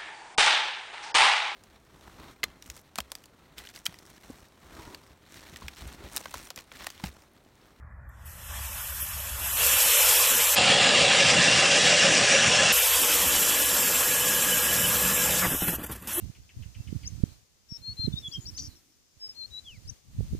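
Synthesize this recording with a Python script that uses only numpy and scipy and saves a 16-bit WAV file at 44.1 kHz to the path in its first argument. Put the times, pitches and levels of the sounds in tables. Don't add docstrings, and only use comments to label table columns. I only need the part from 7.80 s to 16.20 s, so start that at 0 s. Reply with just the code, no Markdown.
import sys
import numpy as np
from scipy import signal
from scipy.fft import rfft, irfft, next_fast_len
from scipy.io import wavfile
from scipy.ndimage import uniform_filter1d

SR = 44100
rng = np.random.default_rng(int(sys.argv[2]) if len(sys.argv) > 2 else 0)


def to_wav(sig):
    pcm = np.clip(np.atleast_2d(sig), -1, 1) * 32767
    pcm = np.round(pcm).astype(np.int16)
    wavfile.write(sys.argv[1], SR, pcm.T)


def ratio(d):
    e = np.asarray(d, float) / 20
    return 10 ** e


N = 370440
TIME = np.arange(N) / SR

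# (on [s], off [s])
CUTS = (2.762, 4.926)
# (time [s], level [dB])
WIND = [(0.0, -44.5), (0.5, -46), (0.8, -42), (1.1, -45.5), (1.43, -41.5), (1.95, -42.5), (2.12, -52),
        (2.4, -53), (2.75, -51), (4.93, -48), (5.35, -50), (5.47, -42), (5.65, -51.5), (6.6, -52),
        (7.05, -42), (7.68, -46), (7.85, -42), (8.4, -52)]
# (time [s], motor effort [dB], blade bite [dB])
RUN = [(0.0, -90, -91), (0.28, -85, -91), (0.295, -79, -78), (0.445, -64, -68), (0.46, -47, -61.5),
       (0.55, -50, -61), (0.76, -42.5, -47.5), (1.05, -36, -48.5), (1.58, -37.5, -45.5), (1.66, -32, -40),
       (1.74, -30, -40), (1.755, -27.5, -38), (1.83, -24, -31), (2.25, -20.5, -27), (2.52, -23, -29),
       (2.56, -23, -30.5), (2.6, -25, -28), (2.75, -23, -30.5), (4.93, -23.5, -28.5), (6.1, -24.5, -33),
       (7.6, -26, -34.5), (7.69, -30.5, -41), (7.958, -32.5, -49)]
# (time [s], motor effort [dB], blade bite [dB])
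AGAIN = [
    (7.972, -51, -58),
    (8.17, -54, -60),
    (8.22, -60, -67),
    (8.271, -55, -59),
    (8.273, -36, -44),
    (8.365, -32, -48),
]
# (frequency [Hz], width [Hz], lift [dB])
HOUSING = [(2566, 68, 4.5), (2990, 170, -2), (5500, 50, 4), (3870, 89, -3), (4300, 310, 0), (7570, 60, 0.5),
           (9660, 380, -1.5), (10540, 610, 2)]


def evened(x):
    return x / np.sqrt(np.mean(x ** 2) + 1e-20)


def drifting(size, n=N):
    return evened(uniform_filter1d(rng.standard_normal(n), size=size))


def tone(hz):
    return np.sin(2 * np.pi * np.cumsum(hz) / SR)


def read(points, hz):
    f, value = np.transpose(points)
    return np.interp(np.log(hz + 1), np.log(f + 1), value)


def curves(table):
    s, *columns = np.transpose(table)
    return [np.interp(TIME, s, c) for c in columns]


def add(mix, s, sound):
    part = mix[round(s * SR):][:len(sound)]
    part += sound[:len(part)]


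def grit(colour, modes=(), per_s=9000, spread_db=3., patchy_db=2.):
    size = ratio(spread_db * np.minimum(rng.exponential(1, N), 4)) * (rng.random(N) < per_s / SR)
    z = signal.stft(size * rng.choice([-1, 1], N), nperseg=1024)[2]
    patches = rng.standard_normal(z.shape[::-1]).T
    patches = evened(uniform_filter1d(uniform_filter1d(patches, size=6, axis=0), size=5, axis=1))
    patchy = signal.istft(z * ratio(patchy_db * patches), nperseg=1024)[1][:N]
    hz = np.fft.rfftfreq(N, 1 / SR)
    shape = ratio(read(colour, hz))
    for f, width, db in modes:
        shape = shape * (1 + (ratio(db) - 1) / (1 + (2 * (hz - f) / width) ** 2))
    return evened(irfft(rfft(patchy) * shape, N))


def rings(hits, t60, rise_s, lift_db):
    out, t = np.zeros(N), np.arange(4000) / SR
    for s, db, hz in hits:
        fall = ratio(db + lift_db - 60 * t / t60)
        add(out, s, fall * (1 - np.exp(-t / rise_s)) * np.sin(2 * np.pi * hz * t))
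    return out


def turning(depth_db, uneven):
    turn_hz = 6.5
    wander = drifting(90, N // 100 + 1).repeat(100)[:N]
    angle = 2 * np.pi * np.cumsum(turn_hz * (1 + 0.1684 * wander)) / SR + rng.uniform(0, 1.75)
    return ratio(depth_db * (uneven * np.cos(angle) + np.cos(2 * angle + 1) + .5 * np.cos(4 * angle)))


def once_a_turn(peak_s, swing_db):
    turn_hz = 6.76
    return ratio(swing_db * np.cos(2 * np.pi * turn_hz * (TIME - peak_s)))


def jolts():
    # (time [s], length [s], slosh [dB], spatter [dB])
    jolt_list = [(0.292, .006, -75, -60), (1.216, 0.034, -53.5, -31), (1.627, 0.045, -52, -63),
                 (1.78, 0.082, -48, -57), (2.522, 0.059, -41, -60), (7.657, 0.037, -35, -45),
                 (7.725, 0.041, -35.5, -33), (7.832, 0.026, -36.5, -30), (7.885, 0.029, -32.5, -28),
                 (7.934, 0.025, -39.5, -43), (8.001, 0.03, -43.5, -48), (8.039, 0.015, -40, -38),
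                 (8.066, .008, -51, -37), (8.103, 0.025, -45, -50), (8.122, 0.016, -54, -36),
                 (8.156, 0.016, -46.5, -46), (8.224, 0.006, -67, -50), (8.26, 0.1, -50, -50),
                 (8.382, 0.058, -40, -29)]
    rise = 0.5
    out = np.zeros((2, N))
    for s, length, slosh_db, spatter_db in jolt_list:
        u = np.arange(-3 * rise * length, 3 * length, 1 / SR) / length
        bump = np.exp(-(u / np.where(u < 0, rise, 1)) ** 2)
        add(out[0], s + u[0] * length, ratio(slosh_db) * bump)
        add(out[1], s + u[0] * length, ratio(spatter_db) * bump)
    return out


def level(*names):
    # (level [dB], share of effort [-], share of bite [-], gain in dense ice [dB],
    # gain as it deepens [dB/s], level on a slosh [dB], level on a spatter [dB], level under the wind [dB])
    follow = dict(hiss=(0.5, 1, 0, -1, 0, -42, 0, -62), rattle=(0.5, 0.24, 0.7258, 0.5, 0, -32, -19, -60),
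              shaving=(0.5, 0, 1, -1, 0.5, -9, -13.5, -58),
              crushing=(-13.5, 0, 0.69, 0.43, 0.68, -2, -25, -13.5),
              shaft=(-1.5, 0, 1.36, 2.5, 3, -9, -37, -30), boom=(-69, 0, 0.2, 23, 6.5, -7, -40, -17.5),
              hollow=(-51.5, 0, 0.4, 20, -0.4, -3, -40, -30))
    dense_s, through_s, enter_s = 5.13, 7.68, .07
    effort, bite = curves(RUN + AGAIN)
    slosh, spatter = jolts() ** 2
    gust = ratio(2 * curves(WIND)[0])
    depth = TIME - dense_s
    dense = np.clip(np.minimum(depth / enter_s, (through_s - TIME) / .02), 0, 1)
    gains = []
    for name in names:
        db, a, b, dense_db, deeper_db, slosh_db, spatter_db, gust_db = follow[name]
        power = ratio(2 * (db + a * effort + b * bite + dense * (dense_db + deeper_db * depth)))
        power = power + ratio(2 * slosh_db) * slosh + ratio(2 * spatter_db) * spatter + ratio(2 * gust_db) * gust
        gains.append(np.sqrt(power))
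    return gains


def wind():
    # (frequency [Hz], density [dB/Hz])
    gust_colour = [(15, -46), (25, -17), (48, -5.5), (65, 4.5), (78, -0.5), (97, -6.5), (125, -9.5),
                   (160, -28), (280, -120)]
    return ratio(curves(WIND)[0]) * grit(gust_colour, per_s=4200, spread_db=-1.0, patchy_db=-1.0)


def strays():
    # (time [s], frequency [Hz], level [dB])
    blips = [(3.13, 11110, -54), (3.855, 11200, -50), (3.979, 11250, -51), (4.025, 11100, -49),
             (4.066, 12000, -49), (4.09, 11000, -50), (4.325, 11200, -47), (4.535, 11000, -52),
             (4.58, 11000, -49), (4.625, 10850, -46), (4.71, 11100, -50), (4.752, 11000, -50)]
    out, t = np.zeros(N), np.arange(2600) / SR
    for s, hz, db in blips:
        add(out, s - t[-1] / 2, ratio(db) * np.kaiser(len(t), 9) * np.sin(2 * np.pi * hz * t))
    return out


def off_ice(x):
    # (frequency [Hz], level [dB])
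    bounce = [(300, -29.5), (2500, -15), (3800, -7), (4400, -5), (5500, -12), (7000, -6), (9000, -30),
              (12000, -20)]
    delay_s = .00319
    size = next_fast_len(N + SR)
    hz = np.fft.rfftfreq(size, 1 / SR)
    echo = ratio(read(bounce, hz)) * np.exp(-2j * np.pi * hz * delay_s)
    return irfft(rfft(x, size) * (1 - echo) / np.sqrt(1 + abs(echo) ** 2), size)[:N]


def hole():
    # (frequency [Hz], density [dB/Hz])
    boom_colour = [(70, -42), (115, 0), (150, -2), (185, 6.5), (235, -3), (290, -28), (400, -76)]
    hollow_colour = [(170, -47), (240, -3), (300, -2), (390, -7), (450, -11), (600, -70)]
    boom, hollow = level('boom', 'hollow')
    out = boom * grit(boom_colour, per_s=6000, spread_db=3.5, patchy_db=2.0)
    return out + hollow * grit(hollow_colour, per_s=7800, spread_db=2.0, patchy_db=0.0)


def slush():
    # (time [s], peak [dB], treble [dB], thump [Hz])
    slaps = [(7.709, -12, -33, 152), (7.75, -30, -36, 121), (7.818, -10, -33, 171), (7.88, -5.5, -25, 171),
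             (7.959, -23, -34, 128), (8.037, -21, -32, 310), (8.069, -32, -41, 229), (8.094, -18, -41, 122),
             (8.119, -24, -40, 240), (8.159, -29, -36, 202), (8.222, -40, -43, 197), (8.273, -21, -27, 217)]
    out, t = np.zeros(N), np.arange(3000) / SR
    for (s, db, treble_db, hz), noise in zip(slaps, rng.standard_normal((len(slaps), 3000))):
        thump = ratio(db - 14.0 - 60 * t / 0.12) * np.sin(2 * np.pi * hz * t) * (1 - np.exp(-t / 0.0056))
        wet = uniform_filter1d(noise, size=24)
        knock = ratio(db - 6.0 - 60 * t / 0.064) * wet * (1 - np.exp(-t / 0.002))
        grains = np.diff(noise, prepend=0)
        spray = ratio(treble_db - 3.5 - 60 * t / 0.032) * grains * (1 - np.exp(-t / 0.00036))
        add(out, s, thump + knock + spray)
    return out


def raps():
    # (time [s], peak [dB], frequency [Hz])
    rim_hits = [(7.668, -21.5, 140), (7.683, -22, 130), (7.714, -31, 330), (7.7374, -19, 300),
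                (7.7482, -17, 310), (7.821, -17.5, 280), (7.935, -19, 290), (7.985, -26, 330),
                (7.994, -25, 260), (8.02, -27, 250), (8.097, -27, 260), (8.106, -32, 240)]
    # (time [s], peak [dB])
    chips = [(7.9573, -28), (8.0384, -27), (8.0446, -21), (8.0651, -29), (8.1145, -26), (8.126, -31),
             (8.1354, -28), (8.1624, -33), (8.2227, -33)]
    out, t = np.zeros(N), np.arange(900) / SR
    for s, db, hz in rim_hits:
        add(out, s, ratio(db - 15 * hz * t) * np.sin(2 * np.pi * hz * t))
    for (s, db), noise in zip(chips, rng.standard_normal((len(chips), 900))):
        add(out, s, ratio(db - 11 - 60 * t / 0.022) * np.diff(noise, prepend=0))
    return out


def whine():
    # (time [s], level [dB])
    whine_levels = [(0.5, -71), (1.6, -62), (1.85, -38), (2.75, -34), (4.93, -37), (5.3, -50), (5.65, -31),
                    (5.8, -45), (6.02, -28), (6.12, -38), (6.55, -35.5), (6.66, -32), (6.9, -39),
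                    (7.2, -35), (7.55, -35.5), (7.7, -52), (7.96, -60)]
    # (frequency [Hz], level [dB])
    faint_tones = [(2686, -53), (2977, -48), (3289, -61), (3973, -51), (4221, -79), (6035, -52),
                   (6422, -62), (6761, -50.5), (7090, -73), (7359, -52), (7957, -45), (12602, -51)]
    whine_hz, waver_hz = 7370, 28
    jitter, throb = drifting(500), drifting(1300)
    s, db = np.transpose(whine_levels)
    turns = np.cumsum(1 + waver_hz / whine_hz * jitter) / SR
    out = ratio(np.interp(TIME, s, db, -120, -120) + 4.4 * throb) * np.sin(2 * np.pi * whine_hz * turns)
    effort = curves(RUN + AGAIN)[0] + 25
    for k, (hz, line_db) in enumerate(faint_tones):
        own_throb = np.roll(throb, shift=9001 * (k + 1))
        phase = 2 * np.pi * hz * (.4 * turns + .6 * TIME)
        out += ratio(line_db + 1.5 + effort + 3.8 * own_throb) * np.sin(phase)
    return out


def auger():
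    # (frequency [Hz], density [dB/Hz])
    shaving_colour = [(1260, -37), (2150, -9.5), (2810, -5.5), (2980, -4), (3340, -6.5), (3790, -11),
                      (4400, -17), (5720, -26), (9680, -120)]
    crushing_colour = [(420, -22.5), (580, -5), (750, -11.5), (860, -5.5), (1300, -6), (1510, -5.5),
                       (1700, -5.5), (1900, -5.5), (2150, -18.5), (2450, -21), (3200, -72)]
    shaft_colour = [(230, -22), (390, -5.5), (409, -8.5), (462, -2), (497, 5), (657, -6), (760, -22),
                    (990, -18), (1670, -120)]
    # (time [s], peak [dB], frequency [Hz])
    squeals = [
        (5.571, -31, 2990),
        (6.37, -34, 3000),
        (6.42, -30, 2990),
        (6.589, -31, 3070),
        (6.731, -24.5, 2990),
        (6.9, -29, 2990),
        (7.049, -25, 2980),
    ]
    shaft_hz = 485
    shaving, crushing, shaft = level('shaving', 'crushing', 'shaft')
    shaved = grit(shaving_colour, HOUSING, per_s=21000, spread_db=2.0, patchy_db=1.5)
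    out = shaving * shaved * turning(1.0, 0.79)
    crushed = grit(crushing_colour, per_s=19000, spread_db=2.0, patchy_db=1.8)
    out += crushing * crushed * turning(0.46, 0.59)
    note = tone(shaft_hz + 17 * drifting(1200)) * (TIME < 7.67)
    rough = grit(shaft_colour, per_s=9000, spread_db=1.9, patchy_db=1.5)
    out += shaft * (ratio(-2.5) * rough + ratio(-1.5) * note) * turning(.6, .8)
    t = np.arange(2200) / SR
    for s, db, hz in squeals:
        cry = np.sin(2 * np.pi * hz * t + 1.0 * np.sin(2 * np.pi * 45 * t))
        add(out, s - .025, ratio(db) * np.hanning(len(t)) * cry)
    return out


def drill():
    # (frequency [Hz], density [dB/Hz])
    hiss_colour = [(4590, -42), (7800, -5.5), (9520, 2.5), (13100, 10), (14400, 2.5)]
    rattle_colour = [(2410, -19), (4100, -11.5), (4500, -9.5), (5290, -6), (6410, -5.5), (7590, -2.5),
                     (8400, -3.5), (10900, -15), (18500, -120)]
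    # (time [s], frequency [Hz], level [dB])
    mesh = [(5.5, 1724, -58), (5.8, 1692, -50), (6.0, 1660, -47.5), (6.25, 1643, -47), (6.33, 1687, -45.5),
            (6.7, 1650, -42.5), (6.85, 1625, -44.5), (6.95, 1680, -44), (7.15, 1626, -47),
            (7.25, 1730, -45), (7.36, 1740, -46), (7.4, 1645, -41.5), (7.5, 1655, -49), (7.6, 1700, -45),
            (7.66, 1700, -54)]
    # (start [s], end [s], start [Hz], end [Hz], level [dB], waver [Hz])
    restart = [
        (7.615, 7.672, 1680, 950, -33, 130),
        (7.638, 7.664, 2150, 1800, -32, 110),
        (7.612, 7.642, 2440, 2240, -36, 120),
        (7.62, 7.67, 1500, 1300, -35, 200),
        (7.641, 7.672, 1050, 900, -35, 100),
        (8.33, 8.377, 9800, 11050, -31.5, 18),
        (8.284, 8.33, 760, 1710, -42, 17),
        (7.787, 7.83, 2950, 3000, -43, 15),
        (7.7, 7.742, 1580, 1560, -40, 20),
        (8.372, 8.42, 378, 310, -29, 14),
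    ]
    planet_hz = 16.45
    hiss, rattle = level('hiss', 'rattle')
    fan = grit(hiss_colour, HOUSING, per_s=30000, spread_db=3.5, patchy_db=2.0)
    out = hiss * fan * turning(0.79, 0.37)
    gears = grit(rattle_colour, HOUSING, per_s=24000, spread_db=3.5, patchy_db=1.5)
    out += rattle * gears * turning(0.91, 0.75)
    s, hz, db = np.transpose(mesh)
    jitter = drifting(700)
    beat = 2 * np.pi * planet_hz * TIME
    swing = 1 + 0.16 * np.cos(beat) + 0.48 * np.cos(2 * beat) + 0.22 * np.cos(4 * beat)
    mesh_gain = ratio(np.interp(TIME, s, db, -120, -120) + 8.5)
    out += mesh_gain * swing * tone(np.interp(TIME, s, hz) + 18 * jitter)
    rasp = evened(jitter - np.roll(jitter, shift=40))
    for start, end, hz0, hz1, db, waver_hz in restart:
        u = np.arange(0, 1, 1 / SR / (end - start))
        chatter = 1 + waver_hz / 110 * rasp[round(end * SR) - SR:][:len(u)]
        waver = waver_hz * jitter[round(start * SR) - SR:][:len(u)]
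        glide = tone(hz0 + (hz1 - hz0) * u + waver)
        add(out, start, ratio(db) * chatter * np.sin(np.pi * u) ** 0.24 * glide)
    return out


def chest():
    # (level midway [dB], drift [dB/s], sag at the ends [dB/s^2])
    layers = [
        (-35, -0.1, -0.5),
        (-31.5, 2, 1.8),
        (-33.5, -0.5, 2),
        (-27, -0.3, -0.5),
        (-26.5, -2, 0.5),
        (-30.5, 4.5, 3.5),
        (-31, 0, 0.5),
        (-31, 0, 1),
        (-35.5, -2.5, -1.5),
        (-33.5, -0.5, 1.5),
    ]
    # (frequency [Hz], density [dB/Hz])
    drill_colour = [(520, -41), (880, -31), (1030, -6.5), (1100, -10.5), (1230, -4.5), (1340, -8.5),
                    (1670, -1), (2340, -2.5), (2750, -1.5), (3810, -3.5), (5660, -7), (6260, -11),
                    (7300, -8), (10000, -20), (13000, -62), (22000, -120)]
    shaft_colour = [(220, -23.5), (370, -20), (404, -6.5), (567, 3), (650, -4.5), (799, -1), (906, -12),
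                    (950, -7), (1240, -46), (2090, -120)]
    boom_colour = [(12, -65), (20, -32), (54, -32), (67, -13), (89, -5), (129, 1), (184, 3), (319, -4),
                   (400, -5), (520, -61), (880, -120)]
    # (frequency [Hz], width [Hz], lift [dB])
    modes = [(1025, 30, 4.2), (1700, 190, 3), (2760, 130, 1.9), (3356, 86, 5), (4870, 110, 3),
             (5740, 230, 2.4), (7000, 53, 2.7), (7340, 200, 1.5)]
    # (time [s], peak [dB], frequency [Hz])
    catches = [(2.7678, -16.5, 2798), (2.8037, -15, 2720), (2.8651, -30, 2740), (2.905, -27, 2860),
               (2.9679, -18, 2890), (3.0247, -25, 2840), (3.1455, -15, 2780), (3.1978, -19, 2790),
               (3.2569, -17, 2760), (3.298, -12.5, 2760), (3.355, -25, 2760), (3.3956, -19, 2740),
               (3.451, -18, 2720), (3.4927, -16, 2790), (3.564, -16, 2770), (3.6167, -20, 2780),
               (3.6793, -13, 2730), (3.7182, -13.5, 2800), (3.7865, -16, 2790), (3.839, -17, 2700),
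               (3.9756, -20, 2870), (4.1402, -16, 2800), (4.1886, -15, 2780), (4.23, -22, 2890),
               (4.3248, -19, 2780), (4.5468, -18, 2780), (4.7089, -19, 2660), (4.783, -17, 2760),
               (4.8508, -13, 2700), (4.907, -16, 2670)]
    kicks = [(2.775, -26, 532), (2.838, -23, 548), (2.903, -25, 541), (3.048, -24, 529),
             (3.107, -21.5, 596), (3.183, -30, 498), (3.267, -30, 557), (3.327, -28, 546),
             (3.399, -23, 561), (3.471, -26, 598), (3.553, -24, 610), (3.729, -24, 551), (3.786, -23, 559),
             (3.868, -28, 568), (3.926, -23, 552), (4.043, -25, 500), (4.123, -20.5, 596),
             (4.244, -20.5, 549), (4.299, -26, 623), (4.353, -32, 491), (4.532, -18, 542),
             (4.681, -34, 564), (4.732, -21, 603), (4.794, -22.5, 531)]
    grinds = [(3.3166, -22, 1700), (3.417, -14, 1690), (3.4809, -21, 1610), (3.5897, -20, 1670),
              (3.757, -22, 1730), (3.906, -23, 1660), (3.9763, -26, 1740), (4.0551, -20, 1790),
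              (4.1723, -18, 1700), (4.276, -24, 1850), (4.4043, -28, 1680), (4.4787, -24, 1630),
              (4.5196, -25, 1670), (4.5905, -24, 1770), (4.781, -17, 1700), (4.8777, -23, 1830)]
    whine_hz, whine_db = 2760, -32.5
    u = np.clip(TIME, *CUTS) - np.mean(CUTS)
    gains = [ratio(db + drift_db * u - sag_db * u ** 2) for db, drift_db, sag_db in layers]
    *bands, low, high, boom = gains
    hz = np.fft.rfftfreq(N, 1 / SR)
    body = rfft(grit(drill_colour, modes, per_s=14000, spread_db=3.0, patchy_db=2.0))
    edges_hz = [1450, 1900, 2350, 3100, 5300, 6500]
    above = [1 / (1 + (f / (hz + 1)) ** 24) for f in edges_hz]
    shares = -np.diff([np.ones(N // 2 + 1), *above, np.zeros(N // 2 + 1)], axis=0)
    out = sum(g * evened(irfft(body * share, N)) for share, g in zip(shares, bands))
    out = out * turning(0.34, 0.52)
    out *= once_a_turn(3.055, 1.07 * np.clip(.6 - 0.32 * u, 0, 1))
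    waver, throb = drifting(600), drifting(600)
    out += ratio(whine_db - 3.0 + 3.5 * throb) * tone(whine_hz + 38 * waver)
    out += rings(catches, 0.12, .005, 0.)
    out += rings(kicks, 0.24, 0.0091, 0.)
    out += rings(grinds, 0.13, 0.0045, -1.2)
    ring = rfft(grit(shaft_colour, [(566, 60, 0.5)], per_s=5000, spread_db=1.0, patchy_db=1.0))
    upper = hz > 690
    low_ring = low * evened(irfft(ring * ~upper, N)) * once_a_turn(3.09, 2)
    high_ring = high * evened(irfft(ring * upper, N))
    out += (low_ring + high_ring) * turning(0.31, 0.52)
    return out + boom * grit(boom_colour, per_s=3000, spread_db=3.5, patchy_db=-2.5) * turning(0.89, 0.41)


def scene():
    far = off_ice(drill() + auger() + hole() + slush() + raps()) + whine() + wind()
    near = np.clip((TIME - CUTS[0] + .013) / .02, 0, 1) * np.clip((CUTS[1] - TIME) / 0.004, 0, 1)
    far = far * np.where((TIME > 2.7505) & (TIME < np.mean(CUTS)), ratio(-10), 1)
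    mix = near * chest() + (1 - near) * far
    return np.array([mix, mix])


def camera(x):
    # (frequency [Hz], level [dB])
    mask = [(60, -60), (110, -15), (170, -7), (300, -8), (800, -11.5), (2000, -11), (3600, -10),
            (4400, -6.5), (4900, -7.5), (5700, -12), (7000, -15), (9700, -15), (10300, -12.5), (10800, -12),
            (11500, -20), (14000, -20)]
    # (from [s], to [s], centre [Hz], half width [Hz], mask lift [dB])
    starved = [(1.85, 2.74, 250, 90, 4), (5.0, 5.2, 190, 60, 6), (7.69, 7.79, 4250, 250, 8),
               (7.76, 7.95, 4550, 250, 7), (7.73, 7.87, 5100, 100, 9), (7.97, 8.11, 5400, 200, 9),
               (8.03, 8.11, 4100, 300, 9), (7.96, 8.33, 4750, 330, -6), (8.11, 8.33, 4700, 700, -4),
               (8.34, 8.4, 4600, 250, 8), (1.8, 2.0, 760, 60, -4), (5.9, 7.5, 750, 45, 3.5),
               (2.0, 2.6, 800, 130, 3), (0.8, 2.7, 2100, 90, 2.5), (5.4, 7.65, 2130, 60, 2.5),
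               (8.2, 8.26, 5500, 500, 5)]
    edge_hz, fickle_db, near_db = 14620, 4.5, -5
    hz, t, z = signal.stft(x, SR, nperseg=1024, noverlap=768)
    power = uniform_filter1d(abs(z) ** 2, size=7, axis=1)
    whim = rng.standard_normal((len(t) // 8 + 1, len(hz) // 4 + 1)).T
    whim = whim.repeat(4, axis=0).repeat(8, axis=1)[:len(hz), :len(t)]
    middle = np.outer((hz > 600) & (hz < 9400), (t > CUTS[0]) & (t < CUTS[1]))
    mask_db = read(mask, hz)[:, None] + near_db * middle + fickle_db * whim
    for start, end, mid_hz, half_hz, db in starved:
        mask_db = mask_db + db * np.outer(abs(hz - mid_hz) < half_hz, (t > start) & (t < end))
    kept = uniform_filter1d(power, size=4, axis=0) > power[8:].mean(0) * ratio(2 * mask_db)
    return signal.istft(z * kept * (hz < edge_hz)[:, None], nperseg=1024, noverlap=768)[1][:N]


def low_pass(x):
    return signal.sosfilt(signal.butter(12, 15730, fs=SR, output="sos"), x)


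def record(dry):
    hiss_colour = [(1500, -40), (2500, 0), (14000, 0), (14700, -60)]  # (frequency [Hz], density [dB/Hz])
    hiss = ratio(-88) * grit(hiss_colour, per_s=30000, spread_db=1, patchy_db=3)
    mono = camera(dry[0]) + strays() + hiss
    return low_pass(np.array([mono, mono]))


dry = scene()
out = record(dry)
to_wav(out)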